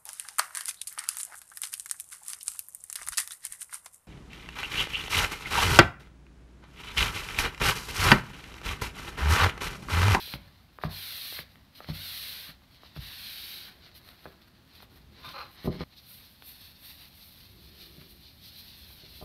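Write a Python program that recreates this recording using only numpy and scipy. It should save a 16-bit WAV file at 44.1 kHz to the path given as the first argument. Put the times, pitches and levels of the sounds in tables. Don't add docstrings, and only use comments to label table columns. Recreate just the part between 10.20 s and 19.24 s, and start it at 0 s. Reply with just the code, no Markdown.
import sys
import numpy as np
from scipy import signal
from scipy.fft import rfft, irfft, next_fast_len
from scipy.io import wavfile
from scipy.ndimage import uniform_filter1d

SR = 44100
rng = np.random.default_rng(int(sys.argv[2]) if len(sys.argv) > 2 else 0)


def dump(signal):
    limited = np.clip(np.atleast_2d(signal).T, -1, 1)
    pcm = np.round(limited * 32767).astype(np.int16)
    wavfile.write(sys.argv[1], SR, pcm)


N = 398663

# lands_s, fastest_s, lifts_s, swish_db, fine_hiss_rel_db, lift_speed_0_to_1, release_t60_s
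STROKES = [(-.35, -.03, .148, -43.5, -5.5, 0.91, 0.12), (0.677, 1.01, 1.204, -41.5, -2.5, 0.72, .17),
           (1.706, 2.0, 2.305, -41.5, -3, .4, 0.16), (2.775, 3.276, 3.495, -43.5, -5, 0.38, 0.28)]
# freq_hz, level_db
STROKE_COLOUR = [(300, -17.5), (900, -15), (1500, -7), (2300, -3), (3000, -1), (4200, 6), (4900, -3.5),
                 (5800, -11), (7200, -25.5), (9300, -14), (10400, -15), (12500, -6.5), (15700, -17.5)]
# freq_hz, level_db
LIGHT_COLOUR = [(300, -11), (900, -13.5), (1600, -8.5), (2200, -5), (3000, -3.5), (4200, 3.5), (4900, -4.5),
                (5800, -12.5), (7200, -30.5), (9300, -17.5), (10400, -20.5), (12500, -10), (15700, -23)]
# middle_s, length_s, swish_db, fine_hiss_rel_db, drag_rel_db
RUSTLES = [(.25, 0.2, -63.5, -6, -2), (.645, 0.05, -49, -9, -4), (1.31, 0.13, -68, -4, -8),
           (1.575, 0.075, -56.5, -4.5, -11), (1.645, 0.088, -55, -12, -10), (1.7, 0.045, -46, -10, -1.5),
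           (2.55, 0.073, -59.5, -14, -21), (2.68, 0.14, -56.5, -12, -9), (2.772, 0.036, -50.5, -7, -6.5),
           (3.55, 0.14, -68, -2, 5.5), (3.665, 0.11, -56, -14, -6), (3.77, 0.045, -55, -1.5, -11),
           (3.89, 0.15, -60.5, -2, 0.5), (4.05, 0.22, -61.5, -7, -2.5), (4.28, 0.021, -63.5, -4, 0),
           (4.57, .13, -57, -10.5, -13), (4.63, .04, -64, 0, 3), (4.76, 0.1, -62.5, -4, -5),
           (4.995, 0.1, -57, -17, -3), (5.095, 0.12, -49, -9.5, -8), (5.23, .12, -56.5, -9, -4),
           (5.33, 0.087, -63, -1, -4), (5.41, 0.093, -53, -14, -1.5), (5.458, 0.05, -51.5, -1.5, 2),
           (5.555, 0.099, -52, -17, -2), (5.62, 0.08, -49.5, -18, 3.5)]
# middle_s, length_s, swish_db, fine_hiss_rel_db, drag_rel_db
CIRCLES = [(5.73, .05, -62.5, -20, -3), (5.785, 0.04, -52, -12, -14), (5.93, 0.12, -57, 6.5, -5),
           (6.04, 0.11, -60, 1, -0.5), (6.29, 0.093, -57.5, 8.5, -3), (6.43, 0.2, -57, -1.5, -4.5),
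           (6.68, 0.13, -53.5, 2.5, -4.5), (6.82, .13, -55.5, -0.5, -4.5), (7.04, 0.21, -58, 1.5, -10),
           (7.21, 0.16, -59.5, -2, -5.5), (7.46, 0.12, -61, -2, -6), (7.63, 0.18, -55, -5, -7),
           (7.79, 0.25, -60.5, -5.5, -4), (7.91, 0.071, -60, 2.5, -19), (8.06, 0.12, -57.5, -8, -14),
           (8.265, 0.08, -51, -3.5, -13), (8.39, .1, -53.5, -3.5, -12), (8.53, 0.48, -55, -5, -9),
           (8.7, 0.19, -59, -1.5, -5), (8.84, 0.24, -58, -21, -8.5), (8.97, 0.18, -55.5, -2, -7)]
# swish_db, fine_hiss_rel_db, drag_rel_db
HELD_RAG = (-72, -6, 0)
# swish_db, fine_hiss_rel_db, drag_rel_db
RESTING_RAG = (-64, -1.5, -6)
# time_s, share_0_to_1
BEARING_DOWN = [(5.64, 0.38), (5.9, 0.96)]
# time_s, level_db
BOARD_MURMUR = [(2.8, -87), (3.3, -67.5), (4.5, -76), (5.2, -62), (5.7, -98), (7.1, -90), (7.3, -67),
                (7.8, -62), (8.2, -77.5), (9.04, -68)]
# time_s, level_db
BENCH_RUMBLE = [(0, -69), (2.3, -65), (2.7, -74), (4.55, -82), (4.72, -56), (5.15, -64), (5.8, -77),
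                (7.2, -61.5), (9.04, -59)]
# freq_hz, width_hz, level_db
BENCH_MODES = [(43, 6.9, -21), (67, 14, 4), (95, 37, -10.5), (161, 66, -12)]
# freq_hz, level_db
SHOP_COLOUR = [(25, -21), (45, -5.5), (66, 4), (100, -1.5), (170, -5.5), (260, -7.5), (430, -22.5),
               (600, -16.5), (1200, -20.5), (2500, -23.5), (4200, -22.5), (7200, -36.5), (12500, -34),
               (15700, -37)]
# start_s, peak_db, dull_above_hz
TAPS = [(.076, -43.5, 900), (.138, -20.5, 4000), (.587, -30.5, 1440), (.615, -36, 2000),
        (0.637, -15.5, 1700), (.6395, -30, 1120), (0.652, -31, 2200), (0.699, -42, 1500),
        (1.125, -38, 1570), (1.190, -25, 2600), (1.357, -41.5, 3200), (1.6043, -33.5, 1500),
        (1.645, -35, 2600), (1.69, -36.5, 1100), (2.42, -49, 2600), (2.634, -38.5, 1390),
        (2.763, -36, 2004), (2.772, -39.5, 1390), (4.056, -31, 1760), (4.062, -34.5, 1720),
        (4.604, -40, 3500), (4.629, -39.5, 1300), (5.047, -41, 1590), (5.476, -28.5, 870),
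        (5.609, -35, 1700), (6.223, -34.5, 4000), (7.815, -41, 2600), (8.704, -49, 1500),
        (9.014, -39.5, 740), (9.025, -37, 890)]
# start_s, peak_db, contact_ms
PATS = [(.139, -30.5, 0.79), (.155, -31.5, 0.78), (.638, -36, 1.9), (.649, -22, 3.6), (.669, -32, 2.7),
        (1.192, -40.5, 4.4), (1.688, -30, 0.38), (1.699, -24.5, 3.1), (1.719, -38, 2.1), (2.29, -42.5, 1.4),
        (2.763, -37, 1.3), (2.774, -34.5, 3.45), (2.786, -31.5, 9.3), (5.075, -44, 2), (7.782, -41, 1.3)]
# freq_hz, level_db, t60_s
FLAT_MODES = [(60.3, -7, 0.18), (91.8, -17.5, 0.74), (154.5, 0.5, 0.079), (193, -6.5, 0.082),
              (272, -7.5, 0.086), (358, -21, 0.071), (570, -10, 0.077)]
# start_s, peak_db, contact_ms
BUMPS = [(4.057, -40, 0.66), (4.072, -40, 1), (5.445, -29, 1.3), (5.457, -24, 1.3), (5.467, -44, 3.3),
         (5.474, -19, 1.04), (5.478, -17, 2.43), (5.495, -39, 1.7), (5.5005, -22, 2.2), (5.553, -38, 1.6),
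         (5.588, -36, 3.6), (5.6075, -22, 0.44), (5.619, -31, 1.3), (5.632, -37, 0.47), (7.815, -44, 0.65),
         (8.835, -43, 1.4), (9.012, -42, 0.55), (9.025, -33, 0.8)]
# freq_hz, level_db, t60_s
EDGE_MODES = [(72.5, 3.5, 0.054), (160.5, -4.5, 0.19), (182.5, -3, 0.16), (251, -1, 0.058),
              (307, -1, 0.039), (374, 2, 0.12), (491, -3, 0.088), (627, 1, 0.036), (800, -8, 0.049),
              (1030, -2.5, 0.057), (1215, 1, 0.043), (1520, -26, 0.044), (1850, -6, 0.038)]
# start_s, level_db, t60_s
FLICKS = [(1.552, -52, 0.13), (3.75, -52, 0.11), (4.215, -57, 0.15)]
# time_s, level_db, base_slips_per_s
DRAG = [(4.98, -85, 212), (5.04, -50, 222), (5.055, -47, 276), (5.11, -47.5, 350), (5.132, -51, 300),
        (5.155, -44.5, 290), (5.2, -44, 280), (5.225, -47.5, 263), (5.27, -64, 210), (5.31, -84, 206)]
# freq_hz, width_hz, flat_db, tilted_db
DRAG_MODES = [(558, 28, -28, 0.5), (695, 33, -11, -21), (841, 23, -18, 2.5), (1048, 54, -2.5, -2),
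              (1210, 150, -6.5, 1.5), (1420, 31, -3, -19), (2050, 64, -18, -9.5), (2420, 200, -10, -10),
              (3610, 40, 0, -17), (4110, 37, -12, 4.5)]

T = np.arange(N) / SR
CONTROL_T = T[::64]
CUT_S, TILT_S, TOP_HZ = 5.639, 5.135, 15700
LANDING_SPEED, ATTACK_S = 0.46, 0.044
FINE_POWER, DRAG_POWER = 1.42, 0.1
DRAG_REL_DB, EASING_DB_PER_S = -13.5, 4.5
SWELL_SHAPE = 1.96


def undb(db):
    return 10 ** (np.asarray(db) / 20)


def unit(x):
    return x / np.sqrt(np.mean(x ** 2))


def curves(table):
    time_s, *columns = np.transpose(table)
    return [np.interp(T, time_s, column) for column in columns]


def colour(x, points):
    hz, db = np.transpose(points)
    size = next_fast_len(N)
    f = np.maximum(np.fft.rfftfreq(size, 1 / SR), 1)
    gain = undb(np.interp(np.log(f), np.log(hz), db))
    return irfft(rfft(x, size) * gain, size)[:N]


def above(x, hz, steepness=6):
    size = next_fast_len(N)
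    ratio = (np.fft.rfftfreq(size, 1 / SR) / hz) ** steepness
    return irfft(rfft(x, size) * ratio / (1 + ratio), size)[:N]


def band(x, hz, kind, order=2):
    sos = signal.butter(order, np.minimum(hz, SR / 2 - 1), kind, fs=SR, output="sos")
    return signal.sosfilt(sos, x)


def resonate(x, modes):
    return sum(undb(db) * signal.lfilter(*signal.iirpeak(hz, hz / width, fs=SR), x)
               for hz, width, db in modes)


def walk(rate_hz):
    hold = int(SR / rate_hz)
    steps = np.repeat(rng.standard_normal(N // hold + 1), hold)
    return unit(uniform_filter1d(steps, hold)[:N])


def fade(t, t60_s):
    return np.exp(-np.log(1000) * t / t60_s)


def add(out, start_s, x):
    i = int(start_s * SR)
    out[i:i + len(x)] += x[:N - i]


def swell(middle_s, length_s):
    return np.exp(-np.abs(2 * (CONTROL_T - middle_s) / length_s) ** SWELL_SHAPE)


def long_strokes(edge_db=-12, edge_lead_s=.01, edge_length_s=0.055):
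    t, gains = CONTROL_T, 0
    for lands_s, fastest_s, lifts_s, db, fine_rel_db, lift_speed, t60_s in STROKES:
        arch = np.cos(np.interp(t, [lands_s, fastest_s, lifts_s], [-1, 0, 1]) * np.pi / 2)
        slowest = np.where(t < fastest_s, LANDING_SPEED, lift_speed)
        speed = slowest + (1 - slowest) * arch
        landing = np.clip((t - lands_s) / ATTACK_S, 0, 1)
        contact = landing * fade(np.maximum(t - lifts_s, 0), t60_s)
        swish = contact * speed
        fine = undb(fine_rel_db) * swish ** FINE_POWER
        drag_db = DRAG_REL_DB - EASING_DB_PER_S * (t - lands_s)
        drag = undb(drag_db) * contact * speed ** DRAG_POWER
        scuff = undb(edge_db) * lift_speed * swell(lifts_s - edge_lead_s, edge_length_s)
        gains = gains + undb(db) * np.array([swish, fine, drag + scuff])
    return gains


def short_rubs(table, steady, touching):
    rubs = [(swell(middle_s, length_s), *levels) for middle_s, length_s, *levels in table]
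    rubs.append((touching, *steady))
    power = 0
    for shape, db, fine_rel_db, drag_rel_db in rubs:
        levels_db = [db, db + fine_rel_db, db + drag_rel_db]
        power = power + np.outer(undb(levels_db), shape) ** 2
    return np.sqrt(power)


def rag(gains, spectrum, dull_below_hz, snags_per_s, snag_db, flutter_db, patchy_db):
    snags = (rng.random(N) < snags_per_s / SR) * rng.standard_normal(N)
    fibres = colour(rng.standard_normal(N) + undb(snag_db) * unit(snags), spectrum)
    lag_s = 0.001221 * np.exp(0.312 * walk(3))
    fibres = fibres + np.interp(T - lag_s, T, fibres) / 4
    treble = above(fibres, dull_below_hz)
    fine = above(fibres, 7630, steepness=7.5)
    sound = 0
    for part, gain in zip([treble - fine, fine, fibres - treble], gains):
        patches = undb(patchy_db * walk(40))
        sound = sound + unit(part) * np.interp(T, CONTROL_T, gain) * patches
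    return sound * undb(flutter_db * walk(70))


def murmur():
    board = resonate(rng.standard_normal(N), [(213, 42, -1), (340, 33, 1), (368, 90, -1)])
    bench = resonate(rng.standard_normal(N), BENCH_MODES)
    rubbed = unit(band(board, 460, "low", order=3)) * undb(curves(BOARD_MURMUR)[0])
    leaned = unit(band(bench, [30, 260], "band")) * undb(curves(BENCH_RUMBLE)[0])
    return rubbed + leaned


def shop(level_db=-60):
    return unit(colour(rng.standard_normal(N), SHOP_COLOUR)) * undb(level_db + 0.51 * walk(3.8))


def taps(ring_db=-21, ring_t60_s=0.012):
    out, t = np.zeros(N), T[:SR // 10]
    for start_s, peak_db, dull_hz in TAPS:
        noise = rng.standard_normal(len(t))
        click = (t == 0) + undb(ring_db) * noise * fade(t, ring_t60_s)
        click = band(click, [350, max(dull_hz, 600)], "band", order=3)
        click = band(click, 4100, "low", order=4)
        add(out, start_s, click * undb(peak_db) / np.abs(click).max())
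    return out


def knocks(table, modes, detune):
    out, t = np.zeros(N), T[:SR // 2]
    hz, db, t60_s = np.transpose(modes)[:, :, None]
    for start_s, peak_db, contact_ms in table:
        blow_hz = hz * (1 + detune * rng.standard_normal((len(modes), 1)))
        ring = np.sum(undb(db) * fade(t, t60_s) * np.sin(2 * np.pi * blow_hz * t), axis=0)
        push = np.hanning(int(contact_ms * SR / 1000) + 3)
        blow = band(signal.fftconvolve(ring, push), 67, "high", order=3)
        add(out, start_s, blow * undb(peak_db) / np.abs(blow).max())
    return out


def room(x, wet_db=-15, t60_s=0.37):
    t = T[:SR // 2]
    tail = band(rng.standard_normal(len(t)), 4500, "low") * fade(t, t60_s) * (t > .004)
    return x + undb(wet_db) * signal.fftconvolve(x, tail / np.linalg.norm(tail))[:N]


def flicks():
    envelope = np.zeros(N)
    for start_s, db, t60_s in FLICKS:
        add(envelope, start_s, undb(db) * fade(T[:SR // 4], t60_s))
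    rustle = rng.standard_normal(N) * undb(3.2 * walk(900))
    return envelope * unit(colour(rustle, LIGHT_COLOUR))


def drag_board(jitter=.22, grit_db=-10, uneven_db=3.5):
    db, slips_per_s = curves(DRAG)
    slip_count = np.floor(np.cumsum(slips_per_s * np.exp(jitter * walk(300))) / SR)
    slips = np.diff(slip_count, prepend=0)
    force = unit(slips) + undb(grit_db) * rng.standard_normal(N)
    force = force * undb(uneven_db * walk(150))
    hz, width_hz, flat_db, tilted_db = np.transpose(DRAG_MODES)
    flat = resonate(force * (T < TILT_S), zip(hz, width_hz, flat_db))
    tilted = resonate(force * (T >= TILT_S), zip(hz, width_hz, tilted_db))
    moving = (T > DRAG[0][0]) * (T < DRAG[-1][0])
    return unit(band(flat + tilted, [450, 4800], "band", order=5)) * undb(db) * moving


def scene():
    holding = 1. * (CONTROL_T < CUT_S)
    resting = np.interp(CONTROL_T, *np.transpose(BEARING_DOWN)) * (1 - holding)
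    strokes = rag(long_strokes(), STROKE_COLOUR, dull_below_hz=1960,
                  snags_per_s=900, snag_db=-9.5, flutter_db=0.26, patchy_db=0.54)
    handling = rag(short_rubs(RUSTLES, HELD_RAG, holding), LIGHT_COLOUR, dull_below_hz=1850,
                   snags_per_s=300, snag_db=-5.5, flutter_db=1.0, patchy_db=1.5)
    circles = rag(short_rubs(CIRCLES, RESTING_RAG, resting), LIGHT_COLOUR, dull_below_hz=2990,
                  snags_per_s=400, snag_db=-9.5, flutter_db=0.68, patchy_db=1.1)
    pats = knocks(PATS, FLAT_MODES, detune=0.0061)
    bumps = knocks(BUMPS, EDGE_MODES, detune=0.0085)
    wood = room(taps() + pats + bumps + drag_board())
    kept = uniform_filter1d(1. * ((T < CUT_S) | (T > CUT_S + .5)), size=100)
    cloth = strokes + flicks() + circles
    return (cloth + (handling + wood) * kept + murmur() + shop())[None]


def record(dry):
    return signal.sosfilt(signal.ellip(12, .2, 70, TOP_HZ, fs=SR, output="sos"), dry)


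dry = scene()
out = record(dry)
dump(out)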